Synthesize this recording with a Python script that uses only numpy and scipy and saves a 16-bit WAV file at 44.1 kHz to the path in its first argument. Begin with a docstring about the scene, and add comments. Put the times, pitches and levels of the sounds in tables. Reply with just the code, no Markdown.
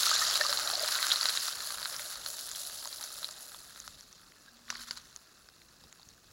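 """Outdoors, a fish head fries in a steel pan, is lifted out on a fork, carried away and laid on a plate.
The frying is thousands of damped sines in pitch bands, over noise; pops add snaps, cracks and hollow notes.
The plate knocks are short decaying modes with a noise rattle, and the crust crunches in the frying grains.
A faint squeak and a hum are wavering sines; the open air and the breeze's rumble are shaped noise."""
import sys
import numpy as np
from scipy import signal
from scipy.fft import rfft, irfft, next_fast_len
from scipy.io import wavfile
from scipy.ndimage import map_coordinates

SR = 44100
rng = np.random.default_rng(int(sys.argv[2]) if len(sys.argv) > 2 else 0)


def dump(signal):
    """Clip the signal to [-1, 1] and save it as 16-bit WAV at the path in sys.argv[1]."""
    limited = np.clip(np.atleast_2d(signal).T, -1, 1)
    pcm = np.round(limited * 32767).astype(np.int16)
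    wavfile.write(sys.argv[1], SR, pcm)


N = 278712  # length in samples

# How hard the bubbles burst: start_s [s], big_db [dB], middle_db [dB], fine_spray_db [dB]
SIZZLE = [(0, -41.5, -31.5, -37), (.2, -39, -30.5, -37.5), (.65, -45, -39, -43), (1, -41.5, -35.5, -39),
          (1.3, -44.5, -37.5, -40), (1.47, -46.5, -37.5, -40), (1.6, -51, -43, -44),
          (1.85, -49.5, -45.5, -43), (2.2, -55.5, -47.5, -46), (2.55, -59.5, -46, -42.5),
          (2.9, -57, -48.5, -46), (3.25, -59, -49, -48.5), (3.45, -63.5, -56, -53),
          (3.8, -61.5, -57.5, -53.5), (4, -67, -58.5, -62), (4.3, -70.5, -67.5, -70),
          (5.2, -68, -64.5, -67.5), (6.32, -71, -66, -70)]
# Low gurgle in the deep oil: start_s [s], level_db [dB]
DEEP = [(0, -51), (.8, -51), (1.5, -58.5), (2.5, -61), (3.3, -62), (4, -76), (6.32, -80)]
# The crust crunches as the fish is laid down: start_s [s], middle_grain_level_db [dB]
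CRUNCH = [(4.66, -65), (4.685, -54), (4.72, -49), (4.77, -51), (4.825, -46), (4.86, -57.5), (4.885, -46),
          (4.905, -57), (4.93, -48), (4.95, -56.5), (4.975, -49), (5.01, -59), (5.12, -64), (5.25, -73)]
# Pan bowl and microphone colour: pitch_hz [Hz], gain_db [dB]
BOWL_COLOUR = [(120, -20.5), (300, -21), (500, -16), (592, -8.5), (867, -12.5), (1270, -2), (1650, -4),
               (2390, -14.5), (3300, -8), (4200, 0), (6240, -7), (7200, -6.5), (8500, -23), (10800, -11.5),
               (13400, -27), (14800, -22.5), (15800, -21)]
# Loudest single bursts in the oil and cracks of the crust:
# start_s [s], snap_hz [Hz], snap_db [dB, relative], hollow_hz [Hz], hollow_db [dB]
POPS = [(.0322, 3970, -9.5, 1390, -35), (.0553, 4230, -14, 1290, -34), (.0655, 4020, -10, 1290, -30),
        (.0932, 4270, -17, 1400, -22), (.1142, 6500, -23, 1310, -11), (.1075, 4300, -10, 1270, -28),
        (.162, 4160, -10.5, 1500, -20), (.1688, 4270, -23, 1950, -13), (.2208, 5600, -19, 1320, -21),
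        (.3556, 4380, -11.5, 1310, -17), (.4114, 4300, -10, 1490, -6.5), (.4653, 4500, -11.5, 1870, -37),
        (.495, 5040, -12, 610, -32), (.5277, 4200, -11.5, 1340, -9.5), (.5737, 4080, -12.5, 1410, -23),
        (.6749, 3960, -14, 1310, -32), (.7006, 4170, -15, 1340, -17), (.7328, 4200, -22, 700, -18.5),
        (.7364, 4200, -15.5, 1210, -34), (.7541, 4340, -12.5, 1770, -35), (.7953, 4690, -14, 1660, -30),
        (.8132, 4100, -24, 1750, -22), (.8369, 4080, -15, 700, -31), (.8455, 4000, -24, 1250, -16),
        (.8881, 3970, -20, 1200, -21), (.9246, 3970, -17, 1490, -27), (.9375, 4100, -26, 1600, -17),
        (.9541, 3900, -13, 1430, -22), (.9885, 4200, -26, 1930, -10.5), (1.0281, 4040, -11.5, 1700, -9.5),
        (1.0415, 4000, -24, 1500, -14), (1.0457, 3900, -19, 1600, -14), (1.1029, 3700, -15, 1640, -18),
        (1.1107, 3240, -15, 1695, -23), (1.1172, 3760, -7.5, 1500, -32), (1.1206, 4040, -7.5, 1410, -12),
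        (1.1592, 4040, -12, 1230, -40), (1.2115, 4400, -10, 1750, -33), (1.2303, 4600, -11, 1550, -17),
        (1.2563, 3880, -9.5, 6200, -14), (1.2592, 4000, -21, 1500, -22), (1.2875, 4570, -9.5, 1230, -45),
        (1.2938, 4030, -14, 1220, -35), (1.3739, 3940, -12, 1650, -13), (1.4683, 5730, -19, 1160, -37),
        (1.4828, 4000, -18.5, 1280, -14.5), (1.6047, 4150, -22, 1570, -19.5),
        (1.7059, 4250, -24, 1420, -22), (1.7462, 4000, -30, 1300, -24), (1.7835, 4240, -24, 1430, -17.5),
        (1.8287, 4370, -19.5, 1530, -23), (1.8504, 4370, -18.5, 1700, -27),
        (1.8566, 4000, -17.5, 1440, -11.5), (1.9643, 5560, -20, 1480, -30), (1.9949, 3520, -28, 2050, -16),
        (2.157, 4200, -25, 1120, -28), (2.2617, 4200, -16, 1400, -17.5), (2.4851, 4000, -28, 1550, -33),
        (2.5147, 7140, -20.5, 1280, -34), (2.55, 3370, -28, 1510, -33), (2.5597, 5800, -23.5, 1500, -30),
        (2.828, 4100, -30, 1300, -28), (2.849, 4200, -25.5, 1710, -40), (2.8562, 5000, -32, 1000, -22),
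        (2.8743, 6600, -21, 4520, -24), (2.9284, 4100, -23.5, 1840, -38), (3.0283, 4100, -25, 1520, -28),
        (3.0395, 6010, -20, 674, -35), (3.2297, 3950, -25, 1260, -24.5), (3.2447, 3980, -15.5, 1280, -37),
        (3.289, 4320, -28, 1130, -29), (3.3111, 7200, -26.5, 1430, -44), (3.519, 4000, -36, 1500, -29),
        (3.5457, 3500, -32.5, 1110, -26.5), (3.76, 3800, -35, 1450, -29), (3.8014, 6450, -24, 1290, -51),
        (3.8777, 3920, -28, 1370, -19.5), (4.0087, 5740, -32, 1080, -44), (4.1278, 5960, -33.5, 1890, -42),
        (4.321, 3000, -50, 1900, -32), (4.7027, 5850, -17.5, 1580, -11.5), (4.682, 3800, -49, 1800, -27),
        (4.726, 4500, -42, 1180, -22), (4.7525, 4230, -25, 1830, -40), (4.7556, 3770, -40, 1770, -18.5),
        (4.836, 5940, -35, 1500, -27), (4.9096, 4520, -16, 2010, -17.5), (4.9726, 4170, -29, 1490, -36),
        (5.1624, 6470, -24, 1820, -46), (5.4882, 5050, -37, 1450, -30), (5.618, 3620, -44, 1990, -32),
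        (5.8386, 5030, -39, 840, -40), (5.9267, 6700, -32, 1630, -29), (5.9967, 4130, -41, 860, -40),
        (6.0306, 4530, -37.5, 1260, -59), (6.0887, 6360, -34, 1370, -60)]
# Dry broad clicks with no ring, as droplets flash to steam: start_s [s], level_db [dB]
SPITS = [(0.2992, -19), (0.3307, -26), (0.3564, -13), (0.4956, -20), (0.5328, -24), (0.7013, -20),
         (0.8455, -22), (0.8886, -17), (0.9357, -24), (0.9534, -22), (1.1731, -21), (1.2286, -23),
         (1.2563, -11.5), (1.2939, -17), (1.3537, -26), (1.7065, -23.5), (1.8183, -24), (1.9445, -24),
         (2.0611, -30), (2.262, -20), (2.3143, -37), (2.3846, -26.5), (2.4854, -28), (2.5826, -33),
         (2.6333, -35), (2.6983, -27), (2.8561, -28), (2.8746, -24), (3.0769, -36), (3.105, -32),
         (3.1572, -33), (3.2238, -34), (3.2883, -29), (3.3738, -37), (3.401, -38), (3.878, -22.5),
         (4.7953, -36), (4.7985, -39), (5.4874, -43), (5.6181, -46), (5.9268, -33)]
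# Echoes of the pan wall: delay_s [s], level_db [dB]
WALL = [(.0031, -16), (.0052, -21), (.0085, -12.5)]
# Large slow bubbles under the fish: start_s [s], pitch_hz [Hz], level_db [dB, before trembling]
GURGLES = [(.069, 1300, -28), (.114, 1250, -26), (0.129, 1530, -24), (.216, 1250, -23), (0.218, 1780, -25),
           (0.45, 1190, -28), (0.41, 1760, -23.5), (.403, 594, -31.5), (0.492, 564, -33), (0.59, 1200, -36),
           (.772, 590, -39.5), (0.74, 740, -41), (.808, 650, -33), (.83, 600, -32.5), (.63, 1250, -35),
           (0.69, 790, -39), (1.92, 530, -48), (2, 590, -46), (1, 1950, -33), (.952, 1350, -35),
           (1.037, 1500, -26.5), (1.035, 1300, -33), (1.1, 1400, -38), (3, 910, -51), (2.06, 590, -46)]
# Fish and fork meet the plate: start_s [s], strength_db [dB]
KNOCKS = [(4.7029, -26.5), (4.9096, -28.5)]
# Plate modes, damped by the food: pitch_hz [Hz], level_db [dB, before scatter], t60_s [s]
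PLATE = [(109.5, -40, .04), (390, -44, .02), (980, -12, 0.018), (2880, -3.5, 0.0091)]
# Hum path: start_s [s], pitch_hz [Hz], level_db [dB], both before wavering
HUM = [(4.25, 235.6, -87), (4.4, 235, -74), (4.55, 236, -69), (4.73, 235.7, -61.5), (4.98, 238, -66),
       (5.15, 244, -90)]
# Squeak path while the fish is carried: start_s [s], pitch_hz [Hz], level_db [dB], both before wavering
SQUEAK = [(4.35, 1805, -82), (4.372, 1720, -65), (4.43, 1730, -70), (4.47, 1646, -76.5), (4.483, 1640, -51),
          (4.505, 1650, -80)]
# Open-air spectrum: pitch_hz [Hz], relative_level_db [dB per Hz]
AIR = [(60, -10), (170, 1), (335, -2), (656, -6.5), (1520, -14), (2300, -18.5), (2650, -4.5), (3400, -35),
       (4380, -12), (6840, -11), (8090, -15), (10700, -24), (15800, -15.5)]
# Breeze on the microphone: start_s [s], level_db [dB, before wavering]
BREEZE = [(0, -61.5), (1, -67.5), (3.5, -70), (3.72, -69.5), (3.9, -64), (4.05, -67), (4.14, -73),
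          (4.58, -75), (4.76, -64), (5.1, -73), (5.8, -73), (5.85, -62), (5.93, -78), (6.07, -68),
          (6.2, -75), (6.32, -64)]

CRUNCH_BIG_DB, CRUNCH_FINE_DB = -6, -8  # over the middle grains
THICKENS = 0.077  # dB of spray over the bubbles for each dB of fiercer boil
MASKING = 0.19  # dB the small bursts lose against the bubbles for each dB of fiercer boil
SMALL_SNAP_DB, SMALL_HOLLOW_DB = 15.5, 3  # over the middle bubbles; over the big ones
SMALL_SPREAD_DB = 8  # small bursts fall up to this far below
CRACK_DB, CRACK_SPREAD_DB = -6.5, 8  # over the snap's table level; scatter downward
CRACK_TOP_HZ = 8000  # cracks and spits soften above this
SMALL_SPIT_DB, SPIT_SPREAD_DB = 6, 4  # over the middle bubbles; scale of the upward scatter
SPIT_COLOUR = 0.79  # share of the bowl's colour, in dB
LEAVES_PAN_S = 3.7  # wall echoes are fed until here
RATTLE_DB, RATTLE_T60_S = 2, 0.046  # the crust shakes after a knock
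SQUEAK_UPPER, SQUEAK_UPPER_DB = 2.4, -8  # second partial: pitch ratio, level over the first
AIR_DB = -66  # RMS level
TOP_HZ = 15900  # band limit


def sizzle():
    """Three bubble sizes and the deep gurgle, heard through the bowl; they boil up together."""
    boil = 0.7 * wobble(70) + 0.87 * wobble(190)  # dB, before each size's share
    # Droplets click at all pitches at once, over a hiss too dense to count
    hiss, drops = rng.standard_normal((2, N))
    uneven = amp(3 * rng.standard_normal(N))
    lands = rng.random(N) < 500 / SR  # about 500 droplets a second
    spray = hiss + .9 * unit(drops * uneven * lands)

    big = bubbles(956, 2550, cycles=2.0, spread_db=13.0, hiss=0.88, spray=spray, count=5000, size=600)
    middle = bubbles(2516, 9150, cycles=6.0, spread_db=13.5, hiss=0.99, spray=spray, count=5000, size=260)
    fine = bubbles(7940, 22800, cycles=1.26, spread_db=2.0, hiss=0.85, spray=spray, count=6000, size=130)
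    deep = bubbles(246, 941, cycles=4, spread_db=7.5, hiss=0.89, spray=spray, count=1500, size=1500)
    deep *= amp(1.1 * boil + 0.9 * wobble(30))
    big *= amp(1.55 * boil + 1.07 * wobble(40))
    middle *= amp(0.95 * boil + 0.99 * wobble(45))
    fine *= amp(1.36 * boil + 1.93 * wobble(24.64))

    coloured = filtered(np.array([big, middle, fine, deep]), causal(BOWL_COLOUR))
    gains = [*levels(), *amp(curves(DEEP))]
    return sum(gain * unit(x) for gain, x in zip(gains, coloured))


def bubbles(lo_hz, hi_hz, cycles, spread_db, hiss, spray, count, size):
    """Many bursts of random pitch and size, over their share of the spray, which thickens with the boil."""
    u = rng.random((count, 4))
    start_s = u[:, 0] * (N - 1) / SR
    hz = lo_hz * (hi_hz / lo_hz) ** u[:, 1]
    life = cycles * 3 ** (u[:, 2] - .5)
    gain = hz * amp(spread_db * u[:, 3] ** 2) / np.sqrt(life)  # equal energy per Hz
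    grains = unit(rings(start_s, hz, gain, life, size))
    boil_db = curves(SIZZLE)[1]
    dense = unit(filtered(spray, lambda f: (f > lo_hz) & (f < hi_hz)))
    return grains + hiss * amp(THICKENS * (boil_db - boil_db.mean())) * dense


def levels():
    """Gain of big, middle and fine grains: frying and crunch add their power."""
    crunch_db, = curves(CRUNCH)
    size_db = np.array([[CRUNCH_BIG_DB], [0], [CRUNCH_FINE_DB]])
    return np.hypot(amp(curves(SIZZLE)), amp(crunch_db + size_db))


def pops():
    """Ringing snaps, broad cracks, hollow cavity notes and dry spits, echoed by the wall while in the pan."""
    s, snap_hz, snap_db, hollow_hz, hollow_db = np.transpose([*POPS, *small_pops(count=130)])
    ones = np.ones(len(s))
    snap = rings(s, snap_hz, amp(snap_db + 1), 3.7 * ones, size=500)
    spit_s, spit_db = np.transpose([*SPITS, *small_spits(count=450)])
    crack_db = snap_db + CRACK_DB - CRACK_SPREAD_DB * rng.random(len(s))
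    crack = cracks(s, amp(crack_db)) + cracks(spit_s, amp(spit_db))
    hollow = rings(s, hollow_hz, amp(hollow_db), 0.86 * ones, size=1200)
    burst = snap + crack + hollow
    in_pan = np.arange(N) < LEAVES_PAN_S * SR

    def wall(f):
        """The pan wall returns a few delayed, weaker copies."""
        return sum(amp(level) * np.exp(-2j * np.pi * f * delay) for delay, level in WALL)

    # A tiny source radiates no bass
    small = signal.butter(3, 450 / SR * 2, "high", output="sos")
    return signal.sosfilt(small, burst + filtered(burst * in_pan, wall))


def small_pops(count):
    """Rows like POPS at random moments, their strength following the sizzle around them."""
    u = rng.random((count, 5))
    big_db, middle_db, _ = 20 * np.log10(levels()[:, (u[:, 0] * N).astype(int)])
    lost_db = MASKING * (middle_db - middle_db.mean())
    start_s = u[:, 0] * N / SR
    snap_hz = 3700 * 1.44 ** (u[:, 1] ** 2)
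    snap_db = middle_db - lost_db + SMALL_SNAP_DB - SMALL_SPREAD_DB * u[:, 2]
    hollow_hz = 1100 * 2.1 ** u[:, 3]
    hollow_db = big_db - lost_db + SMALL_HOLLOW_DB - SMALL_SPREAD_DB * u[:, 4]
    return np.transpose([start_s, snap_hz, snap_db, hollow_hz, hollow_db])


def small_spits(count):
    """Rows like SPITS at random moments; a few are much larger."""
    u = rng.random((count, 2))
    middle_db = 20 * np.log10(levels()[1, (u[:, 0] * N).astype(int)])
    middle_db = middle_db - MASKING * (middle_db - middle_db.mean())
    start_s = u[:, 0] * (N - 1) / SR
    level_db = middle_db + SMALL_SPIT_DB - SPIT_SPREAD_DB * np.log(1 - .95 * u[:, 1])
    return np.transpose([start_s, level_db])


def cracks(s, gain):
    """Single pressure spikes of peak gain, coloured by bowl and microphone."""
    colour = causal([(hz, SPIT_COLOUR * db) for hz, db in BOWL_COLOUR])
    impulse = np.arange(N) == 0
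    spike = filtered(impulse, lambda f: colour(f) / (1 + 1j * f / CRACK_TOP_HZ) ** 2)[:SR // 50]
    clicks = np.bincount(np.round(s * SR).astype(int), gain, N)[:N]
    return -signal.fftconvolve(clicks, spike / np.abs(spike).max())[:N]


def gurgles():
    """A large cavity rings for many cycles, its level trembling."""
    s, hz, db = np.transpose(GURGLES)
    return rings(s, hz, amp(db), 11.0 * np.sqrt(hz / 1000), size=5000) * amp(3.1 * wobble(300))


def knocks():
    """Every knock briefly rings the loaded plate, with a low thud, and leaves a short broad rattle."""
    out, rattle = np.zeros(N + SR), np.zeros(N + SR)
    t = np.arange(SR // 5) / SR
    for s, db in KNOCKS:
        hit = slice(round(s * SR), round(s * SR) + len(t))
        for hz, level, t60 in PLATE:
            mode_db = level + rng.normal(0, 1.5) - 60 * t / t60  # each hit excites the modes differently
            out[hit] += amp(db) * amp(mode_db) * np.sin(2 * np.pi * hz * t)
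        rattle[hit] += amp(db + RATTLE_DB - 60 * t / RATTLE_T60_S) * rng.standard_normal(len(t))
    return out[:N] + filtered(rattle[:N], causal(BOWL_COLOUR))


def hum():
    """A faint sine wavering in pitch and level, like an insect passing."""
    hz, db = curves(HUM)
    return amp(db + 1.1 * wobble(31)) * np.sin(2 * np.pi * np.cumsum(hz + 0.58 * wobble(15)) / SR)


def squeak():
    """A thin uneven squeak with one upper partial."""
    hz, db = curves(SQUEAK)
    phase = 2 * np.pi * np.cumsum(hz + 25 * wobble(140)) / SR
    t = np.arange(N) / SR
    heard = (t > SQUEAK[0][0]) & (t < SQUEAK[-1][0])
    partials = np.sin(phase) + amp(SQUEAK_UPPER_DB) * np.sin(SQUEAK_UPPER * phase)
    return heard * amp(db + 2.5 * wobble(200)) * partials


def air():
    """Distant outdoor noise, and a breeze rumbling on the microphone."""
    noise = filtered(rng.standard_normal(N), lambda hz: amp(along(AIR, hz)))
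    rumble_shape = [(18, -16), (42, -3.5), (80, -8), (200, -13), (900, -34)]  # (Hz, dB)
    rumble = filtered(rng.standard_normal(N), lambda hz: amp(along(rumble_shape, hz)))
    breeze_db = curves(BREEZE)[0] + 2.8 * wobble(10)
    return amp(AIR_DB) * unit(noise) + amp(breeze_db) * unit(rumble)


def rings(s, hz, gain, cycles, size):
    """Damped sines swell in a cycle, fall to 1/e in so many cycles; pitch rises as the cavity closes."""
    turns = hz[:, None] * np.arange(size) / SR
    shape = (1 - np.exp(-1.2 * turns)) * np.exp(-turns / cycles[:, None])
    wave = gain[:, None] * shape * np.sin(2 * np.pi * turns * (1 + 0.001 * turns))
    at = np.round(s * SR).astype(int)[:, None] + np.arange(size)
    return np.bincount(at.ravel(), wave.ravel(), N + size)[:N]


def amp(db):
    """Decibels to amplitude."""
    return 10 ** (np.asarray(db) / 20)


def unit(x):
    """Scale to an RMS of one."""
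    return x / np.sqrt(np.mean(x ** 2) + 1e-20)


def along(points, hz):
    """Interpolate (Hz, value) points on a log axis."""
    f, v = np.transpose(points)
    return np.interp(np.log(hz + 1), np.log(f + 1), v)


def curves(rows):
    """One value per sample for each column after the time."""
    s, *cols = np.transpose(rows)
    return [np.interp(np.arange(N) / SR, s, c) for c in cols]


def wobble(rate):
    """A smooth random curve, rate knots a second."""
    knots = rng.standard_normal(int(N * rate / SR) + 4)
    return map_coordinates(knots, [np.arange(N) * rate / SR])


def filtered(x, response):
    """Filter x by a complex response of frequency, padded so tails do not wrap around."""
    m = 2 * next_fast_len(N // 2 + SR // 4)
    return irfft(rfft(x, m) * response(np.fft.rfftfreq(m, 1 / SR)), m)[..., :N]


def causal(points):
    """The minimum-phase response with the gain of (Hz, dB) points."""
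    def response(hz):
        ceps = irfft(np.log(amp(along(points, hz))))
        # Fold the cepstrum forward in time
        ceps[1:len(hz) - 1] *= 2
        ceps[len(hz):] = 0
        return np.exp(rfft(ceps))
    return response


def scene():
    """One microphone feeds both channels."""
    mono = sizzle() + pops() + gurgles() + knocks() + hum() + squeak() + air()
    return np.tile(mono, (2, 1))


def record(dry):
    """Nothing passes above the band limit."""
    return filtered(dry, lambda hz: hz < TOP_HZ)


dry = scene()
out = record(dry)
dump(out)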